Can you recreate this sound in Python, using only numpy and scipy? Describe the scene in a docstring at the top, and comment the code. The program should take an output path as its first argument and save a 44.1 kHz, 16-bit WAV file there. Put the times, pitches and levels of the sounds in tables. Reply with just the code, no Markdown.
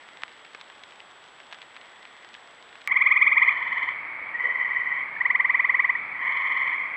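"""Dry leaves and twigs tick in a quiet night as a small animal moves off over a rock pile.
Then a hard cut leads to a wooded pond, where treefrogs trill in turn. Each trill is a train of short
rising pulses, about twenty a second, squeezed out by the frog's flanks and scattered by the trunks.
A distant chorus fills the gaps and an animal steps in the water. A trail camera whines faintly throughout.
"""
import sys
import numpy as np
from scipy import signal
from scipy.fft import rfft, irfft, next_fast_len
from scipy.io import wavfile
from scipy.ndimage import uniform_filter1d

SR = 44100
rng = np.random.default_rng(int(sys.argv[2]) if len(sys.argv) > 2 else 0)


def generate_wav(sig):
    """Save sig (samples, or channels by samples) to the path in sys.argv[1] as 16-bit PCM at SR."""
    pcm = np.round(np.clip(np.atleast_2d(sig).T, -1, 1) * 32767).astype(np.int16)
    wavfile.write(sys.argv[1], SR, pcm)


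N = 306936
CUT_S = 2.8752   # the rock pile ends and the pond begins


def from_db(db):
    """Turn decibels into a number to multiply by."""
    return 10 ** (np.asarray(db) / 20)


def add(out, start_s, sound):
    """Mix a sound in at the given time."""
    at = int(np.clip(round(start_s * SR), 0, N))
    out[at:at + len(sound)] += sound[:N - at]


def band(x, low_hz, high_hz, order=1):
    """Keep mainly what lies between two frequencies."""
    edges = np.clip([low_hz, high_hz], [10, 20], [.44 * SR, .45 * SR])
    return signal.sosfilt(signal.butter(order, edges, "band", fs=SR, output="sos"), x)


def colour(x, spectrum):
    """Turn frequencies up or down by a table of f/Hz, gain/dB."""
    hz, db = np.transpose(spectrum)
    size = next_fast_len(N + SR // 10)
    bins_hz = np.maximum(np.fft.rfftfreq(size, 1 / SR), 1)
    gain = from_db(np.interp(np.log(bins_hz), np.log(hz), db))
    return irfft(rfft(x, size) * gain, size)[:N]


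def noise(spectrum):
    """Steady noise of the given colour, with an average (rms) size of 1."""
    x = colour(rng.standard_normal(N), spectrum)
    return x / x.std()


def woods(x, t60, first_s=0.0049, echoes_per_s=1500):
    """Echoes off trunks and leaves; t60 is the seconds they take to fade by 60 dB."""
    t = np.arange(SR) / SR
    echoes = rng.standard_normal(SR) * (rng.random(SR) < echoes_per_s / SR)
    echoes *= (t > first_s) * from_db(-60 * t / t60)
    return signal.fftconvolve(x, echoes / np.linalg.norm(echoes))[:N]


# The hush of each place: f/Hz, relative level/dB
ROCKS_HUSH = [(18, -43), (30, -23.5), (166, -12), (307, -7), (480, -4), (850, 0), (1500, -1), (2300, -5.5),
              (2900, -7.5), (3350, -2.5), (3800, -11.5), (5000, -20.5), (7000, -30), (10000, -41.5)]
POND_HUSH = [(30, -15.5), (70, -7.5), (145, -2.5), (255, -2), (290, 4.5), (330, -2), (700, 4), (1400, 6.5),
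             (2600, -2.5), (3400, -14), (4600, -21.3), (5300, -30.5), (7000, -42), (10000, -45)]

def night_air(at_pond):
    """A soft, steady hush, louder at the pond."""
    return from_db(-46) * noise(POND_HUSH) if at_pond else from_db(-51) * noise(ROCKS_HUSH)


def whine(hz=7796.5, frames_per_s=29.7):
    """The camera's electronics sing one thin note whose wave flips over twice a frame."""
    t = np.arange(N) / SR
    flips = np.sign(np.sin(2 * np.pi * frames_per_s * t))
    return np.sin(2 * np.pi * hz * t) * uniform_filter1d(flips, size=24)


def camera(x, top_hz=11300):
    """The trail camera loses the highest treble."""
    return signal.sosfilt(signal.cheby2(14, 50, top_hz, fs=SR, output="sos"), x)


# A chorus far behind the rocks swells and fades: t/s, level/dB
CHORUS_SWELL = [(0, -55.5), (.3, -57), (.6, -64), (1.5, -66), (1.8, -56.5), (2.25, -56), (2.6, -61),
                (2.87, -60)]

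def distant_chorus():
    """Frogs so far off that only their strongest tone is left, blurred into a narrow band."""
    blur = band(rng.standard_normal(N), 1770, 2160, order=2)
    level_db = np.interp(np.arange(N) / SR, *np.transpose(CHORUS_SWELL))
    return blur / blur.std() * from_db(level_db)


# The colour of the chorus at the pond: f/Hz, relative level/dB
CHORUS_COLOUR = [(700, -40), (880, -12.5), (1000, -11.5), (1200, -8.5), (1400, -18.5), (1700, -13),
                 (1950, -3.5), (2250, 2.5), (2430, -12), (2650, -24.5), (2900, -38.5), (3300, -27.5),
                 (3900, -69)]

def pond_chorus():
    """Many far frogs blur into two bands of noise."""
    return from_db(-36) * noise(CHORUS_COLOUR)


# Steps in shallow water: t/s, bubble level/dB, typical bubble f/Hz
WATER_STEPS = [(4.427, -42, 493), (4.512, -52.5, 502), (4.552, -53.5, 443)]

def water_steps(spray_db=10, spray_t60=0.25, bubble_t60=0.079, spread_s=.03, rise_per_s=1.2, bubbles=6):
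    """A paw throws a little spray and pushes a few bubbles under; the trees echo it."""
    t, out = np.arange(SR // 4) / SR, np.zeros(N)
    for s, level_db, hz in WATER_STEPS:
        spray = band(rng.standard_normal(len(t)), 800, 2300, order=3)
        add(out, s, from_db(level_db + spray_db - 60 * t / spray_t60) * spray)
        for delay, pitch in rng.random((bubbles, 2)):
            bubble = np.sin(2 * np.pi * hz * (.8 + .55 * pitch) * t * (1 + rise_per_s * t))
            loudness = from_db(level_db - 60 * t / bubble_t60) * (1 - np.exp(-t / 0.0013))
            add(out, s + delay * spread_s, loudness * bubble)
    return out + woods(out, t60=0.24)


def footfall(start_s=.5487, level_db=-35, hz=480, t60=0.014):
    """A padded paw gives one short, dull knock on the rocks."""
    t, out = np.arange(SR // 20) / SR, np.zeros(N)
    knock = band(np.sin(2 * np.pi * hz * t), 210, 1400, order=2)
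    add(out, start_s, from_db(level_db - 60 * t / t60) * knock)
    return out


def tick(hz, crumble_db=-21, crumble_t60=0.019, width=1.66):
    """A dry snap and the brief crumbling after it, dulled by the small microphone."""
    t = np.arange(SR // 25) / SR
    force = from_db(crumble_db - 60 * t / crumble_t60) * rng.standard_normal(len(t))
    force[0] += 1   # the snap itself
    snap = band(force, hz / width, hz * width)
    dulled = band(snap, 570, 3610, order=4) + from_db(-19.5) * band(snap, 4800, 8500, order=3)
    return dulled / np.abs(dulled).max()


# The clearest ticks of dry leaves and twigs: t/s, relative level/dB, centre f/Hz
LITTER_TICKS = [(0.088, -31, 1950), (0.172, -31, 2190), (0.22, -32, 1950), (0.235, -11, 1700),
                (0.28, -31, 2000), (0.449, -33, 2280), (0.548, -26, 1990), (0.552, -38, 1780),
                (0.612, -28, 2800), (0.7, -32, 1700), (0.836, -29, 3210), (0.922, -34, 2370),
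                (1.003, -31, 2990), (1.402, -30, 2090), (1.526, -23, 2100), (1.531, -25, 2150),
                (1.545, -31, 1960), (1.618, -26, 2360), (1.627, -33, 2480), (1.765, -29, 1890),
                (1.771, -34, 1770), (1.814, -32, 2270), (2.053, -28, 2070), (2.247, -33, 1750),
                (2.342, -29, 3100), (2.35, -30, 1990), (2.728, -33, 1700), (2.755, -31, 1760),
                (2.817, -33, 2900)]

def leaf_litter(twig_above_db=-20, faint_db=-46, faint_hz=4800, octaves_per_db=.07, faint_ticks=140):
    """Twigs snap cleanly, leaves crumble; fainter ticks lie between, the smaller the brighter."""
    out = np.zeros(N)
    for s, level_db, hz in LITTER_TICKS:
        if level_db > twig_above_db:
            add(out, s, from_db(level_db - 2) * tick(hz, crumble_db=-33, width=1.55))
        else:
            add(out, s, from_db(level_db - .3) * tick(hz, crumble_db=-18))
    for when, size, brightness in rng.random((faint_ticks, 3)):
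        level_db = min(faint_db - 3.8 * np.log(1 - size), -35)   # most are tiny
        hz = faint_hz * 2 ** (brightness - .5 - octaves_per_db * (level_db - faint_db))
        add(out, when * CUT_S, from_db(level_db) * tick(hz))
    return out


def trill(first_s, last_s, count, hz, level_db, start_db=-7, build_s=0.027, end_db=0, hurry=0):
    """A frog's effort builds, then may let go on the last pulse. Gives rows of t/s, level/dB, f/Hz."""
    settle_pulses, semitones_per_db = 3.5, .15
    k = np.arange(int(round(count)))
    gaps = 1 - hurry * np.exp(-k[:-1] / settle_pulses)   # a hurried start settles to a steady beat
    gaps[-1] += .12   # the tiring frog waits longer before its last pulse
    times = first_s + (last_s - first_s) * np.append(0, np.cumsum(gaps)) / gaps.sum()
    effort_db = start_db * np.exp((first_s - times) / build_s) + end_db * (k == k[-1])
    level_wobble, pitch_wobble = rng.standard_normal((len(k), 2)).T
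    levels = level_db + effort_db + .3 * level_wobble
    pitches = hz * 2 ** (semitones_per_db * effort_db / 12)   # a weaker squeeze gives a lower note
    return np.column_stack([times, levels, pitches * (1 + .004 * pitch_wobble)])


def frog(pulses, shape, partials, waver_db=2.12, rasp_db=-60, sweep=1, growth=0.98):
    """Each squeeze of the flanks is a pulse: pitch climbs with pressure, then the voice box snaps shut."""
    t, out = np.arange(-.03, .03, 1 / SR), np.zeros(N)
    shape_s, semitones, shape_db = np.transpose(shape)
    glide = 2 ** (sweep * np.interp(t, shape_s, semitones) / 12)
    usual_db = np.median(pulses[:, 1])
    for s, level_db, hz in pulses:
        phase = 2 * np.pi * np.cumsum(hz * glide) / SR
        stretch = from_db(.3 * (level_db - usual_db))   # a weak pulse is also shorter
        uneven_db = shape_db + rng.normal(0, waver_db, len(shape_s))
        swell = np.interp(t, shape_s * stretch, from_db(uneven_db), 0, 0)
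        swell = np.abs(uniform_filter1d(swell, size=70))
        tone = 0
        for multiple, db, delay_s in partials:
            # the higher a partial, the more it keeps to the top of the swell
            loudness = np.interp(t - delay_s, t, swell) ** ((multiple / 2) ** growth)
            tone += from_db(db) * loudness * np.sin(round(multiple) * phase)
        rasp = from_db(rasp_db) * swell * band(rng.standard_normal(len(t)), 3800, 7300, order=3)
        add(out, s + t[0], from_db(level_db) * (tone + rasp))
    return out


# Trills of a close frog, its rival and one across the pond: first t/s, last t/s, pulses, f/Hz,
# relative level/dB, weak start/dB, build-up/s, weak last pulse/dB, hurry at the start (0-1)
NEAR_CALL = (2.8725, 3.4885, 13, 1102, -10.9, -6.3, .06, -.3, .075)
RIVAL_CALL = (5.1682, 5.9559, 17, 1011, -13.5, -15, .03, -6.5, .09)
ACROSS_CALLS = [(3.3726, 3.886, 11, 1040, -26.8, -2, .12, -.3, .027),
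                (6.229, 6.732, 11, 1039, -27.4, -2.5, .06, -2.5, .125)]
# Trills farther off: first t/s, last t/s, pulses, f/Hz, relative level/dB, share of the pitch sweep
FAR_CALLS = [(3.523, 4.26, 16, 1100, -37.5, 1), (4.344, 4.974, 13, 1012, -21.8, .8),
             (5.396, 6.087, 13, 1135, -30.5, .9), (6.145, 6.805, 14, 1065, -21.8, .9),
             (6.83, 6.935, 3, 1065, -27, .9)]
# The shape of one pulse: t/s from its middle, pitch shift/semitones, relative level/dB
NEAR_PULSE = [(-.018, -3.4, -30), (-.012, -2.3, -12), (-.008, -1.5, -3), (-.003, -.7, 0), (.001, 0, -1),
              (.005, 1.1, 1.5), (.008, 1.9, -10), (.012, 2.3, -35)]
RIVAL_PULSE = [(-.014, -2.5, -36.5), (-.008, -1.56, -11.5), (-.003, -0.25, 0.5), (.001, 0.26, 0),
               (.005, 1.5, -7), (.008, 3, -17), (0.014, 2.2, -37)]
ACROSS_PULSE = [(-.019, -2.5, -26.5), (-.012, -2.0, -6.5), (-.005, -0.61, -4), (.001, -0.29, 1.5),
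                (.005, 2.36, -4.5), (.008, 0.5, -10.5), (0.011, 1.5, -36.5)]
# Partials, the pure tones in a voice; the throat sac favours the second:
# multiple of the pitch, relative level/dB, delay/s
NEAR_VOICE = [(1, -14.5, 0.0026), (2, 1.5, -0.00055), (3, -25, -0.0013), (4, -45, 0), (7, -56.5, -.001)]
RIVAL_VOICE = [(1, -14.3, 0.0025), (2, -.2, 0.00029), (3, -27.5, 0.0005), (4, -49, 0.002), (7, -63.5, 0)]
ACROSS_VOICE = [(1, -3, 0.0015), (2, 7, -0.00099), (3, -10, 0), (4, -27, 0), (5, -37, 0), (7, -46, 0)]
FAR_VOICE = [(1, -12.7, 0.0025), (2, 2.5, 0), (3, -23, 0.00082), (4, -54.5, 0.0076)]
# Resonances, the steady peaks that the upper partials slide through: f/Hz, gain/dB
VOICE_RESONANCES = [(900, -2), (1200, 3), (1650, 3), (2450, 0), (2800, -8), (3150, 1), (3450, 0),
                    (3800, -9), (4100, -3), (4450, -1), (4750, -11), (5300, -6), (7000, -6), (7500, 0),
                    (8000, -12)]

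def treefrogs():
    """Frogs trill around the pond; the two close ones sound fairly dry, the distant ones echo more."""
    near = frog(trill(*NEAR_CALL), NEAR_PULSE, NEAR_VOICE, waver_db=1.3, rasp_db=-54, sweep=.98)
    rival = frog(trill(*RIVAL_CALL), RIVAL_PULSE, RIVAL_VOICE,
                 waver_db=0, rasp_db=-52, sweep=1.05, growth=.85)
    across = sum(frog(trill(*call), ACROSS_PULSE, ACROSS_VOICE, waver_db=1.2, rasp_db=-32)
                 for call in ACROSS_CALLS)
    far = sum(frog(trill(*call), RIVAL_PULSE, FAR_VOICE, sweep=sweep) for *call, sweep in FAR_CALLS)
    direct = from_db(-2.77) * near + from_db(0.16) * rival + from_db(-2.2) * across + from_db(-8.5) * far
    echoes = from_db(-10.5) * woods(near, t60=0.41) + from_db(-12.5) * woods(rival, t60=1.0)
    echoes += from_db(-4) * woods(across, t60=0.48) + from_db(0.1) * woods(far, t60=0.37)
    return colour(direct + echoes, VOICE_RESONANCES)


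def scene():
    """The rock pile, then a hard cut to the pond in the middle of a frog's pulse."""
    rocks = night_air(at_pond=False) + distant_chorus() + leaf_litter() + footfall()
    rocks += from_db(-65) * whine()
    pond = pond_chorus() + treefrogs() + water_steps() + night_air(at_pond=True)
    pond += from_db(-80) * whine()
    return np.where(np.arange(N) / SR < CUT_S, camera(rocks), camera(pond))[None]


def record(dry, top_hz=17500):
    """Add a trace of even hiss, louder at the pond, and cut the very top."""
    hiss_db = np.where(np.arange(N) / SR < CUT_S, -97, -87)
    hiss = from_db(hiss_db) * rng.standard_normal(N)
    return signal.sosfilt(signal.cheby2(12, 70, top_hz, fs=SR, output="sos"), dry + hiss)


dry = scene()
out = record(dry)
generate_wav(out)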